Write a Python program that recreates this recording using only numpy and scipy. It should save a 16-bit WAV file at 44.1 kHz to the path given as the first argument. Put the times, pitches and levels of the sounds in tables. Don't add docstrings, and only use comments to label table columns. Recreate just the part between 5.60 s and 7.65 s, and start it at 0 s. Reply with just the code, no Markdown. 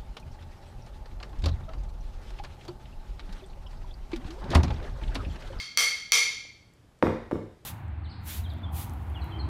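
import sys
import numpy as np
from scipy import signal
from scipy.io import wavfile

SR = 44100
rng = np.random.default_rng(int(sys.argv[2]) if len(sys.argv) > 2 else 0)


def nominal_scale(level):
    x = np.asarray(level, float) / 20
    return 10 ** x


def put_to_file(sound):
    columns = np.atleast_2d(sound).T
    safe = np.clip(columns, -1, 1)
    whole_steps = np.round(safe * 32767)
    wavfile.write(sys.argv[1], SR, whole_steps.astype(np.int16))


N = 90404
LEAD = 13230


def at_hz(points, hz):
    table_hz, value = np.array(points)[:, :2].T
    return np.interp(np.log(hz), np.log(table_hz), value)


def clicks(start_s, level_db):
    out = np.full(N + LEAD, 1e-18)
    np.add.at(out, (np.asarray(start_s) * SR).astype(int) + LEAD, nominal_scale(level_db))
    return out


def ring(x, hz, t60_s):
    r = nominal_scale(-60 / (t60_s * SR))
    w = 2 * np.pi * hz / SR
    return signal.lfilter([0, np.sin(w)], [1, -2 * r * np.cos(w), r * r], x)


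def soften(x, hz):
    r = np.exp(-2 * np.pi * hz / SR)
    return signal.lfilter([(1 - r) ** 2], [1, -2 * r, r * r], x)


def highpass(x, hz):
    return signal.sosfilt(signal.butter(2, hz, "high", fs=SR, output="sos"), x)


def touches(start_s, level_db, softness_hz):
    return sum(soften(clicks([s], [db]), hz) for s, db, hz in zip(start_s, level_db, softness_hz))


def bands(count, gain):
    settle = 4000
    edges_hz = 20 * 2 ** np.arange(0, 10, .5)
    white = rng.standard_normal((2, count + settle))
    total = 0
    for k, (low, high) in enumerate(zip(edges_hz, edges_hz[1:])):
        sos = signal.butter(2, [low, high], "band", fs=SR, output="sos")
        total = total + gain(np.sqrt(low * high)) * signal.sosfilt(sos, white[k % 2])[settle:]
    return total


def sweep(turns, rise_s, fall_s):
    t = np.arange(1, 900) / SR
    onset = (t / rise_s) ** 4
    shape = onset / (1 + onset) * np.exp(-t / fall_s)
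    return shape * np.sin(2 * np.pi * turns * np.log(t / rise_s))


# pitch_hz, level_db [dB per Hz]
AIR_SPECTRUM = [(28, -4.5), (63, 0.5), (200, -6.5), (500, -15), (1000, -20), (2000, -25), (5000, -31),
                (13000, -40.5)]


def room_tone():
    air_db, hum_db, whine_db = -59.5, -68, -93
    hum_hz, whine_hz, width_hz = 112, 7800, 6
    air = bands(N, lambda hz: nominal_scale(at_hz(AIR_SPECTRUM, hz)))
    air = signal.sosfilt(signal.butter(8, 13700, fs=SR, output="sos"), air)
    hum, whine = (ring(rng.standard_normal(N + SR), hz, 2.2 / width_hz)[SR:] for hz in (hum_hz, whine_hz))
    return nominal_scale(air_db) * air / air.std() + nominal_scale(hum_db) * hum / hum.std() + nominal_scale(whine_db) * whine / whine.std()


# start_s, crack_db, softness_hz
TAPS = [
    (-.17, -7, 8000),
    (0.1733, -6, 10000),
    (0.52, -2.5, 7500),
]
# pitch_hz, t60_s, then level_db at each of the three tapped spots
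HOUSING_MODES = [(448.6, 0.18, -59, -48, -42.5), (900, .009, -34, -31.5, -29.5),
                 (1188, 0.018, -25.5, -26.5, -26.5), (2158, 0.07, -24, -20, -19),
                 (2356.5, .07, -35, -33.5, -23.5), (3244, 0.03, -23, -22.5, -22.5),
                 (3674, 0.024, -32.5, -45.5, -27), (4481, 0.035, -18, -18, -18.5),
                 (5210, 0.017, -25.5, -23, -18), (5885, 0.021, -23.5, -18, -14),
                 (6846, 0.012, -33.5, -24.5, -17), (9070, 0.018, -23, -25.5, -31),
                 (10830, 0.017, -34, -29.5, -25.5), (12020, 0.012, -35.5, -24.5, -25.5)]


def stick():
    start_s, crack_db, softness_hz = np.transpose(TAPS)
    touch = touches(start_s, crack_db, softness_hz)
    crack = signal.fftconvolve(touch, sweep(turns=5.066, rise_s=0.0003091, fall_s=0.00099))[:N + LEAD]
    modes = 0
    for k, (hz, t60_s, *spots_db) in enumerate(HOUSING_MODES):
        modes = modes + (-1) ** k * ring(clicks(start_s + 0.00021, spots_db), hz, t60_s)
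    return highpass(crack, 750) + highpass(modes, 260)


def snap():
    start_s, crack_db, _ = np.transpose(TAPS)
    snap_db, lag_s = -9, .0002
    shape = [1, -.8, .9, 0, -.7, .6, 0, 0, .5, -.4, 0, .3]
    burst = np.convolve(clicks(start_s + lag_s, crack_db + snap_db), shape)[:N + LEAD]
    return highpass(burst, 7000)


# pitch_hz, t60_s
ROOM_T60 = [(60, 0.54), (250, .42), (500, 0.51), (1200, 0.55), (2200, 0.67), (4500, 0.64), (8000, 0.48),
            (14000, .36)]
# delay_s, level_db [over the dense echoes]
ECHOES = [(.0075, 15.5), (.0118, 18), (0.0146, 12), (0.025, 12)]


def room(x):
    gap_s, build_s, scatter, echo_hz = 0.0028, 0.013, .1, 7000
    t = np.arange(SR) / SR
    dense = bands(SR, lambda hz: nominal_scale(-60 * t / at_hz(ROOM_T60, hz)))
    build = 1 - np.exp(-np.maximum(t - gap_s, 0) / build_s)
    early = soften(clicks(*np.transpose(ECHOES))[LEAD:LEAD + SR], echo_hz)
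    return signal.fftconvolve(x, dense * (scatter + build) + early)[:len(x)]


# start_s, level_db, pitch_hz
FINGER_TICKS = [
    (1.137, -57, 7310),
    (1.136, -64, 10100),
    (1.137, -65, 13000),
    (1.389, -65, 5910),
    (1.389, -59, 7810),
    (.852, -45, 600),
    (.852, -52, 900),
]


def finger_ticks():
    return sum(ring(clicks([s], [db]), hz, t60_s=0.0094) for s, db, hz in FINGER_TICKS)


# start_s, tick_db, thump_db, scuff_db, softness_hz
CONTACTS = [
    (1.4251, -7, -9.5, -27.5, 3570),
    (1.4681, -16, -15.5, -50, 3000),
    (1.7113, -19.5, -39, -37, 1600),
    (1.7182, -24.5, -14.5, -69, 2530),
    (1.755, -26, -26, -64, 1000),
]
# pitch_hz, level_db, t60_s
FOOT_MODES = [(511.7, -0.5, 0.083), (613.5, -8.5, 0.097), (923, -20, 0.09), (1435, -17, 0.017),
              (2730, -19, 0.0036), (4430, -20, .006)]
# pitch_hz, level_db, t60_s
TABLE_MODES = [(40, -19.5, 0.23), (74.7, -19, 0.3), (99.3, -14, 0.33), (164, -19, 0.24),
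               (228.6, -15.5, 0.26), (267.5, -22, 0.068), (336, -13, .15), (439, -17, 0.3)]


def set_down():
    start_s, tick_db, thump_db, _, softness_hz = np.transpose(CONTACTS)
    thump_lag_s, thump_hz, thump_width_s, bloom_cycles = .0125, 345, .0014, 1.59
    touch = touches(start_s, tick_db, softness_hz)
    tick = signal.fftconvolve(touch, sweep(turns=2.1, rise_s=0.00087, fall_s=0.0039))[:N + LEAD]
    foot = 0
    for k, (hz, db, t60_s) in enumerate(FOOT_MODES):
        foot = foot + (-1) ** k * nominal_scale(db) * ring(soften(touch, hz), hz, t60_s)

    t = np.arange(-300, 300) / SR
    pulse = -np.cos(2 * np.pi * thump_hz * t) * np.exp(-.5 * (t / thump_width_s) ** 2)
    thump = signal.fftconvolve(clicks(start_s + thump_lag_s, thump_db), pulse - pulse.mean(), "same")

    top = 0
    for hz, db, t60_s in TABLE_MODES:
        mode = ring(clicks(start_s, thump_db), hz, t60_s)
        top = top + nominal_scale(db) * ring(mode, hz, 7 * bloom_cycles / hz) * hz / SR
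    return highpass(tick + foot + thump, 90) + top


def scuff():
    start_s, _, _, scuff_db, _ = np.transpose(CONTACTS)
    lag_s, fall_s, grit_hz = 0.00087, 0.0047, 3000
    grit = signal.lfilter([1, -1], [1, -.8], soften(rng.standard_normal(N + LEAD), grit_hz))
    envelope = signal.lfilter([1], [1, -np.exp(-1 / (fall_s * SR))], clicks(start_s + lag_s, scuff_db))
    return grit * envelope


def scene():
    taps, table, grit = stick(), set_down(), scuff()
    tap_room_db, table_room_db, scuff_room_db = -23.5, -35.5, -26
    wet = room(nominal_scale(tap_room_db) * taps + nominal_scale(table_room_db) * table + nominal_scale(scuff_room_db) * grit)
    events = taps + snap() + finger_ticks() + table + grit + wet
    return (events[LEAD:] + room_tone())[None]


def band_limit(x):
    return signal.sosfilt(signal.butter(12, 17070, fs=SR, output="sos"), x)


def record(dry):
    low_pass = signal.cheby2(10, 60, 17000, fs=SR, output="sos")
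    mix = signal.sosfilt(low_pass, dry)
    return band_limit(mix)


dry = scene()
out = record(dry)
put_to_file(out)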